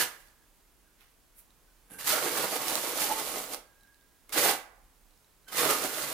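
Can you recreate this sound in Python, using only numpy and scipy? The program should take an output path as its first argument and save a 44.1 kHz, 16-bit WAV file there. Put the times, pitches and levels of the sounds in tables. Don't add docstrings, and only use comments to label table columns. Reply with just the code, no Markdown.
import sys
import numpy as np
from scipy import signal
from scipy.fft import rfft, irfft, next_fast_len
from scipy.io import wavfile
from scipy.ndimage import map_coordinates

SR = 44100
rng = np.random.default_rng(int(sys.argv[2]) if len(sys.argv) > 2 else 0)


def decibels_to_gain(level_db):
    exponent = np.asarray(level_db, float) / 20
    return 10 ** exponent


def file_out(sig):
    cols = np.atleast_2d(sig).T
    lim = np.clip(cols, -1, 1)
    pcm = np.round(lim * 32767).astype(np.int16)
    wavfile.write(sys.argv[1], SR, pcm)


N = 270333

# time in seconds, hand pressure in dB,
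# load in dB (how much heaped paste joins the blade to the slab).
STROKES = [
    [(0.0, -26.5, -10.5), (.014, -25, -12.5), (.09, -55.5, -5), (.3, -69, -10)],
    [(2.05, -42, -12), (2.074, -28, -23.5), (2.105, -26, -11.5), (2.16, -32, -4.5), (2.21, -36.5, -5.5),
     (3.39, -39, -4.5), (3.482, -48, -5.5), (3.54, -38, -5), (3.59, -72, 14)],
    [(4.32, -59, -2), (4.328, -33.5, -20.5), (4.365, -31.5, -4.5), (4.388, -29, -9.5), (4.44, -25.5, -9.5),
     (4.5, -28, -3), (4.545, -40, -3), (4.62, -61, -16)],
    [(5.515, -51, -9), (5.529, -39.5, -8), (5.594, -28.5, -9), (5.655, -31, -1), (5.712, -28, -1),
     (5.775, -36.5, -9), (5.85, -35, -3), (5.896, -40, -12), (6.13, -38, -6)],
]
# middle in seconds, length in seconds,
# added pressure in dB, added load in dB.
SHOVES = [(2.252, 0.074, 2.5, 2), (2.31, 0.051, -1, 1.5), (2.386, 0.057, 3.5, 2), (2.445, 0.032, 3.5, 6.5),
          (2.528, 0.047, 3, 1), (2.564, 0.017, 4, 4), (2.663, 0.053, -1, 1.5), (2.693, 0.043, 4, -1),
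          (2.76, .05, 3.5, 1.5), (2.82, 0.02, -2, -7), (2.875, 0.11, 2, -0.5), (3.025, 0.1, 8, -2.5),
          (3.11, 0.049, 3, 4), (3.19, 0.047, 4, 0.5), (3.273, .05, 0, -1), (3.365, .06, 0, 2.5),
          (5.819, 0.049, 1, 2), (5.963, 0.095, 3.5, 1.5), (6.054, 0.045, 3.5, -1)]
# peak in seconds, pressure in dB, load in dB.
SCUFFS = [
    (1.99, -41.5, -14),
    (2.045, -36, -18),
    (4.294, -56.5, -2),
    (5.483, -50.5, -7),
]
SCUFF_RISE, SCUFF_FALL = 3000, 110
# time in seconds, low bend in Hz, high bend in Hz.
FLEX = [(0.0, 660, 1720), (2.0, 706, 1630), (2.144, 660, 1530), (2.26, 440, 1500), (2.45, 600, 1290),
        (2.53, 720, 1160), (2.8, 606, 1170), (2.93, 540, 1420), (3.1, 845, 1400), (3.4, 570, 1210),
        (4.38, 485, 1430), (4.5, 770, 1400), (5.53, 467, 1350), (5.72, 550, 1230), (5.94, 414, 1530),
        (6.13, 620, 1320)]
# pitch in Hz, width in Hz, level in dB over the broad sound.
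WET_MODES = [(150, 74, -4.5), (353, 11, 0.5), (535, 190, -20), (765, 32, 6), (870, 28, 1),
             (1170, 230, -4.5), (1335, 23, -33), (1630, 28, -21), (2040, 83, -6), (2282, 31, -0.5),
             (2770, 60, -14), (3617, 60, 3), (4050, 76, 1)]
# Hz, level in dB per Hz.
SLAB_COLOUR = [(71, -69), (120, -34), (140, -9.5), (174, -16), (241, -4), (527, -0.5), (675, -4.5),
               (1400, -7.5), (1820, -31), (3080, -120)]
# Hz, level in dB per Hz.
BLADE_COLOUR = [(470, -34), (800, -8), (987, -4), (1230, -3), (1860, -0.5), (4500, -8), (5850, -14),
                (9900, -120)]
# Hz, level in dB per Hz.
GRIT_COLOUR = [(1760, -7.5), (3000, -1), (3850, -2.5), (4180, -0.5), (5520, -1.5), (11200, 0.5),
               (14400, -1), (15200, -0.5), (15700, -33)]
BLADE_DB, BLADE_FEELS_LOAD = -2.5, 0.23
CLING_DB_PER_S = 3.5
# middle in seconds,
# length in seconds, pitch in Hz, width in Hz, level in dB.
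CHATTER = [(0.017, 0.046, 1680, 199.4, -39), (0.419, .05, 1650, 160, -76), (.89, .08, 1540, 230, -74),
           (1.7, .06, 1496, 90, -74), (1.96, 0.1, 1600, 200, -57), (2.138, 0.038, 630, 109.6, -35.5),
           (1.94, .05, 2810, 150, -66), (4.3, 0.016, 2190, 252, -57), (5.496, 0.035, 3120, 150, -57),
           (5.491, 0.037, 1540, 201, -55.5), (2.16, 0.11, 1343, 70, -40), (2.26, 0.073, 360.6, 49.2, -45),
           (3.04, 0.064, 839, 48.5, -41), (3.115, 0.04, 858, 52, -31), (3.55, 0.022, 560, 220, -46),
           (4.41, 0.092, 346.3, 29.8, -42), (4.49, 0.055, 870, 91.8, -37), (4.42, 0.069, 527, 120.7, -33),
           (5.62, 0.07, 1201, 250.3, -39), (5.71, 0.024, 592, 59, -32), (5.71, 0.073, 1296, 200, -34.5),
           (6.0, 0.049, 623, 72, -40.5), (5.65, 0.19, 155, 41, -53.5), (6.06, 0.13, 150, 40.3, -55.5)]
# Hz, likeness from 0 to 1.
WORK_ALIKE = [(100, 0.88), (400, 0.87), (1000, 0.74), (2500, 0.34), (8000, 0.15), (15000, 0.5)]
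# Hz, left minus right in dB.
TILT = [(100, 8), (300, 3), (1500, 0), (8000, -1), (10500, -2), (13000, 4.5)]
PAN_DB = -5.5
# Hz, time to fall 60 dB in seconds.
STALL_DECAY = [(150, 0.22), (1500, 0.35), (4000, 0.28), (12000, 0.23)]
# Hz, time to fall 60 dB in seconds.
HOUSE_DECAY = [(150, 0.4), (500, 0.65), (1100, .8), (2000, 0.7), (3000, 0.42), (12000, 0.33)]
# Hz, level in dB per Hz.
HISS_COLOUR = [(45, -30), (70, -12), (124, -14), (300, -14), (620, -19), (1000, -18.5), (1600, -21.5),
               (2700, -24), (5000, -25.5), (11500, -24), (14000, -25.5), (16000, -26.5)]
# Hz, level in dB per Hz.
RUMBLE_COLOUR = [(15, -36), (26, -10), (33, 0), (40, -12), (52, -8.5), (70, -21), (100, -53)]
# Hz, likeness from 0 to 1.
STILL_ALIKE = [(30, 0.62), (70, 0.58), (200, 0.6), (1000, 0.63), (10000, 0.3)]
HISS_DB, RUMBLE_DB = -65.5, -67.5
SHAKE_DB = -42.5
# start in seconds, peak in dB, pitch in Hz.
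TICKS = [(0.284, -52, 4500), (1.5055, -52, 3900), (3.809, -52, 3980), (3.8336, -48, 3900),
         (3.8736, -54, 5300), (3.944, -51, 4040), (4.0114, -54, 3720), (4.146, -65, 3740),
         (5.1088, -56, 3990), (5.1362, -57, 3940), (5.1751, -55, 5280), (5.2454, -53, 3880),
         (5.3088, -55, 4050), (5.445, -55, 4070)]
# peak in seconds, rise in dB per second, fall in dB per second,
# dull level in dB, bright level in dB.
TOUCHES = [
    (1.008, 600, 140, -63, -66),
    (1.39, 450, 450, -67, -52),
]
# Hz, level in dB per Hz.
DULL_COLOUR = [(180, -36), (300, -17), (838, -7), (1190, -7.5), (1970, -2), (6000, -13), (7800, -50),
               (13200, -120)]
# Hz, level in dB per Hz.
BRIGHT_COLOUR = [(2350, -48), (4000, -29), (7930, -12.5), (8700, -10), (12300, -5), (16000, -13)]
# peak in seconds, rise in dB per second, fall in dB per second, level in dB.
LANDING = (1.918, 700, 70, -49)
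# Hz, level in dB per Hz.
LANDING_COLOUR = [(35, -41), (60, -13), (251, -3), (324, -15), (503, -3), (577, -15), (855, -10),
                  (1100, -20), (1560, -10), (1960, -15), (2840, -20), (5430, -28), (10900, -9.5),
                  (14000, -20), (15000, -49)]
# start in seconds, peak in dB.
STONES = [(1.9879, -35.5), (2.0719, -15), (2.36, -27), (2.3824, -20), (2.4444, -18.5), (2.5647, -24),
          (2.6819, -11), (2.7548, -8), (2.9993, -28), (3.019, -13), (3.4394, -20), (3.5457, -17),
          (4.2941, -31), (4.3232, -26), (4.387, -12), (4.4454, -18), (4.4838, -18), (4.4954, -18.5),
          (5.4847, -37), (5.5297, -24), (5.5896, -29), (5.6535, -11), (5.7094, -25), (5.8394, -14)]
# start in seconds, peak in dB.
CONTACTS = [
    (1.99, -36),
    (4.291, -56),
    (5.484, -37),
]
# pitch in Hz, level in dB, time to fall 60 dB in seconds.
EDGE_TONES = [(560, -15, 0.041), (1065, -4, 0.055), (1600, -3, .06), (2390, -7, 0.033), (3070, -5, 0.077),
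              (4120, -18, .04)]
# peak in seconds, rise in dB per second, fall in dB per second,
# pitch in Hz, level in dB.
HUM = [
    (3.7, 200, 257, 1600, -67),
    (3.85, 130, 49, 1630, -63.5),
]


def unit(x):
    return x / np.sqrt(np.mean(x ** 2) + 1e-20)


def along(points, hz):
    f, v = np.transpose(points)
    return np.interp(np.log(hz + 1), np.log(f + 1), v)


def held(table, column):
    table = np.array(table)
    return np.interp(np.arange(N) / SR, table[:, 0], table[:, column])


def fading(tables, column):
    t = np.arange(N) / SR
    levels = []
    for rows in tables:
        table = np.array(rows)
        level_db = np.interp(t, table[:, 0], table[:, column], -150)
        levels.append(level_db - 400 * np.maximum(t - table[-1, 0], 0))
    return np.max(levels, axis=0)


def wobble(rate, at=None):
    at = np.arange(N) if at is None else at
    knots = rng.standard_normal(int(N * rate / SR) + 4)
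    return map_coordinates(knots, [at * rate / SR])


def swell(s, rise, fall):
    u = np.arange(N) / SR - s
    return np.where(u < 0, rise * u, -fall * u)


def filtered(x, response):
    m = next_fast_len(N + SR // 2)
    return irfft(rfft(x, m) * response(np.fft.rfftfreq(m, 1 / SR)), m)[..., :N]


def spread(pair, colour, alike):
    def response(hz):
        turn = np.arccos(np.clip(along(alike, hz), -1, 1)) / 2
        return decibels_to_gain(along(colour, hz)) * [np.cos(turn), np.sin(turn)]
    mid, side = filtered(pair, response)
    return unit(np.array([mid + side, mid - side]))


def jolts(per_second, scatter_db, life_s, smooth):
    size = np.minimum(rng.exponential(1, N), 3)
    hits = (rng.random(N) < per_second / SR) * decibels_to_gain(scatter_db * size)
    gate = signal.lfilter([1], [1, -np.exp(-1 / (life_s * SR))], hits)
    return rng.standard_normal((2, N)) * np.sqrt(smooth ** 2 + unit(gate) ** 2)


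def bent(x, column, bend_db, width_hz, swing_db):
    hz, t, z = signal.stft(x, SR, nperseg=2048)
    at = np.minimum((t * SR).astype(int), N - 1)

    def bell(centre, width):
        return 1 / (1 + (2 * (hz[:, None] - centre) / width) ** 2)

    gain = 1 + decibels_to_gain(bend_db) * bell(held(FLEX, column)[at], width_hz)
    for centre, width, db in WET_MODES:
        gain = gain + decibels_to_gain(db + swing_db * wobble(11, at)) * bell(centre, width)
    return unit(signal.istft(z * gain, SR, nperseg=2048)[1][:, :N])


def hand():
    t = np.arange(N) / SR
    pressure_db, load_db = fading(STROKES, 1), held(np.vstack(STROKES), 2)
    for s, length, push_db, heap_db in SHOVES:
        bell = np.exp(-(2 * (t - s) / length) ** 2)
        pressure_db = pressure_db + push_db * bell
        load_db = load_db + heap_db * bell
    for s, db, heap_db in SCUFFS:
        scuff_db = db + swell(s, SCUFF_RISE, SCUFF_FALL)
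        load_db = np.where(scuff_db > pressure_db, heap_db, load_db)
        pressure_db = np.maximum(scuff_db, pressure_db)
    starts = [rows[0][0] for rows in STROKES] + [row[0] - .03 for row in SCUFFS]
    since = [np.where(t >= start, t - start, N) for start in starts]
    return pressure_db, load_db, np.min(since, axis=0)


def strokes():
    pressure_db, load_db, since = hand()
    snag_db = wobble(50)
    slab = spread(jolts(1500, 1.5, 0.0011, 0.91), SLAB_COLOUR, WORK_ALIKE)
    slab = bent(slab, column=1, bend_db=2.0, width_hz=400, swing_db=0.5)
    blade = spread(jolts(1800, 2.4, 0.00076, 0.99), BLADE_COLOUR, WORK_ALIKE)
    blade = bent(blade, column=2, bend_db=-3, width_hz=450, swing_db=3.5)
    grit = spread(jolts(3000, 2.1, .0002, 1.0), GRIT_COLOUR, WORK_ALIKE)
    blade_db = pressure_db + BLADE_DB + BLADE_FEELS_LOAD * load_db - CLING_DB_PER_S * since
    sound = decibels_to_gain(pressure_db + load_db + snag_db + 1.2 * wobble(70)) * slab
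    sound += decibels_to_gain(blade_db + snag_db + 0.56 * wobble(60)) * blade
    sound += decibels_to_gain(pressure_db + .9 * snag_db + .6 * wobble(80)) * grit
    return sound


def chatter():
    t, out = np.arange(N) / SR, np.zeros(N)
    for s, length, hz, width_hz, db in CHATTER:
        near = slice(max(round((s - .2) * SR), 0), round((s + .2) * SR))
        u = t[near] - s
        knots = rng.standard_normal((2, 200))
        a, b = (map_coordinates(k, [(u + .3) * width_hz]) for k in knots)
        tone = a * np.sin(2 * np.pi * hz * u) + b * np.cos(2 * np.pi * hz * u)
        out[near] += decibels_to_gain(db) * np.exp(-(2 * u / length) ** 2) * tone
    return out


def tail(decays):
    hz, t, z = signal.stft(rng.standard_normal((2, SR * 3 // 4)), SR, nperseg=256)
    turn = np.arccos(np.clip(along(WORK_ALIKE, hz), -1, 1))[:, None] / 2
    mid, side = z[0] * np.cos(turn), z[1] * np.sin(turn)
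    decay = decibels_to_gain(-60 * t / along(decays, hz)[:, None])
    answer = signal.istft(np.array([mid + side, mid - side]) * decay, SR, nperseg=256)[1]
    return answer / np.linalg.norm(answer[0])


def stall(x):
    answer = decibels_to_gain(-7.5) * tail(STALL_DECAY) + decibels_to_gain(-16.0) * tail(HOUSE_DECAY)
    late = np.pad(x, ((0, 0), (200, 0)))
    return signal.fftconvolve(late, answer, axes=1)[:, :N]


def still():
    hiss = spread(rng.standard_normal((2, N)), HISS_COLOUR, STILL_ALIKE) * decibels_to_gain([[-1.5], [1.5]])
    rumble = spread(rng.standard_normal((2, N)), RUMBLE_COLOUR, STILL_ALIKE) * decibels_to_gain([[-.6], [.6]])
    rumble_level = decibels_to_gain(RUMBLE_DB + 0.69 * wobble(3.3)) + decibels_to_gain(hand()[0] + SHAKE_DB)
    return hiss * decibels_to_gain(HISS_DB + .4 * wobble(3)) + rumble_level * rumble


def without_bass(x):
    return filtered(x, lambda hz: hz ** 2 / (hz ** 2 + 600 ** 2))


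def ticks():
    out, t = np.zeros((2, N + SR)), np.arange(SR // 20) / SR
    for s, db, hz in TICKS:
        decay = decibels_to_gain(-60 * t / .012)
        ring = np.sin(2 * np.pi * hz * t) + 1.4 * rng.standard_normal(len(t)) * decay
        onset = 1 - np.exp(-t / .0004)
        out[:, round(s * SR):][:, :len(t)] += decibels_to_gain(db - 4) * decay * onset * ring
    return without_bass(out[:, :N])


def touches():
    dull = spread(jolts(1100, 1, 0.0011, 1.0), DULL_COLOUR, WORK_ALIKE)
    bright = spread(jolts(2000, 3.8, .0003, .9), BRIGHT_COLOUR, WORK_ALIKE)
    out = np.zeros((2, N))
    for s, rise, fall, dull_db, bright_db in TOUCHES:
        out += decibels_to_gain(swell(s, rise, fall)) * (decibels_to_gain(dull_db) * dull + decibels_to_gain(bright_db) * bright)
    return out


def landing():
    s, rise, fall, db = LANDING
    grains = spread(jolts(1300, 4.4, 0.00058, 0.88), LANDING_COLOUR, WORK_ALIKE)
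    return decibels_to_gain(db + swell(s, rise, fall)) * grains


def stones():
    out, t = np.zeros((2, N + SR)), np.arange(SR // 20) / SR
    for s, db in STONES:
        burst = decibels_to_gain(db - 9 - 60 * t / .009) * rng.standard_normal((2, len(t)))
        out[:, round(s * SR):][:, :len(t)] += burst
    return without_bass(out[:, :N])


def contacts():
    out, t = np.zeros(N + SR), np.arange(SR // 10) / SR
    for s, db in CONTACTS:
        for hz, level_db, t60 in EDGE_TONES:
            strength_db = db + level_db - 18.5 + rng.normal(0, 6.9)
            tone = np.sin(2 * np.pi * hz * rng.normal(1, 0.059) * t)
            out[round(s * SR):][:len(t)] += decibels_to_gain(strength_db - 60 * t / t60) * tone
    return out[:N]


def hum():
    t, rings = np.arange(N) / SR, np.zeros(N)
    flutter = 2 * np.pi * np.cumsum(28 * wobble(90)) / SR
    for s, rise, fall, hz, db in HUM:
        rings += decibels_to_gain(db + swell(s, rise, fall)) * np.sin(2 * np.pi * hz * t + flutter)
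    return (1 + 0.31 * wobble(70)) * rings


def scene():
    work = strokes() + chatter() + ticks() + touches() + landing() + stones() + contacts() + hum()
    work = work + stall(work)

    def placed(hz):
        balance_db = (PAN_DB + along(TILT, hz)) / 2
        slab = 1 / np.sqrt(1 + (115 / (hz + 1)) ** 8)
        return decibels_to_gain([balance_db, -balance_db]) * slab

    return decibels_to_gain(0.19) * filtered(work, placed) + still()


def low_pass(x):
    return signal.sosfilt(signal.butter(12, 16750, fs=SR, output="sos"), x)


def record(dry):
    mix = filtered(dry, lambda hz: hz < 15950)
    return low_pass(mix)


dry = scene()
out = record(dry)
file_out(out)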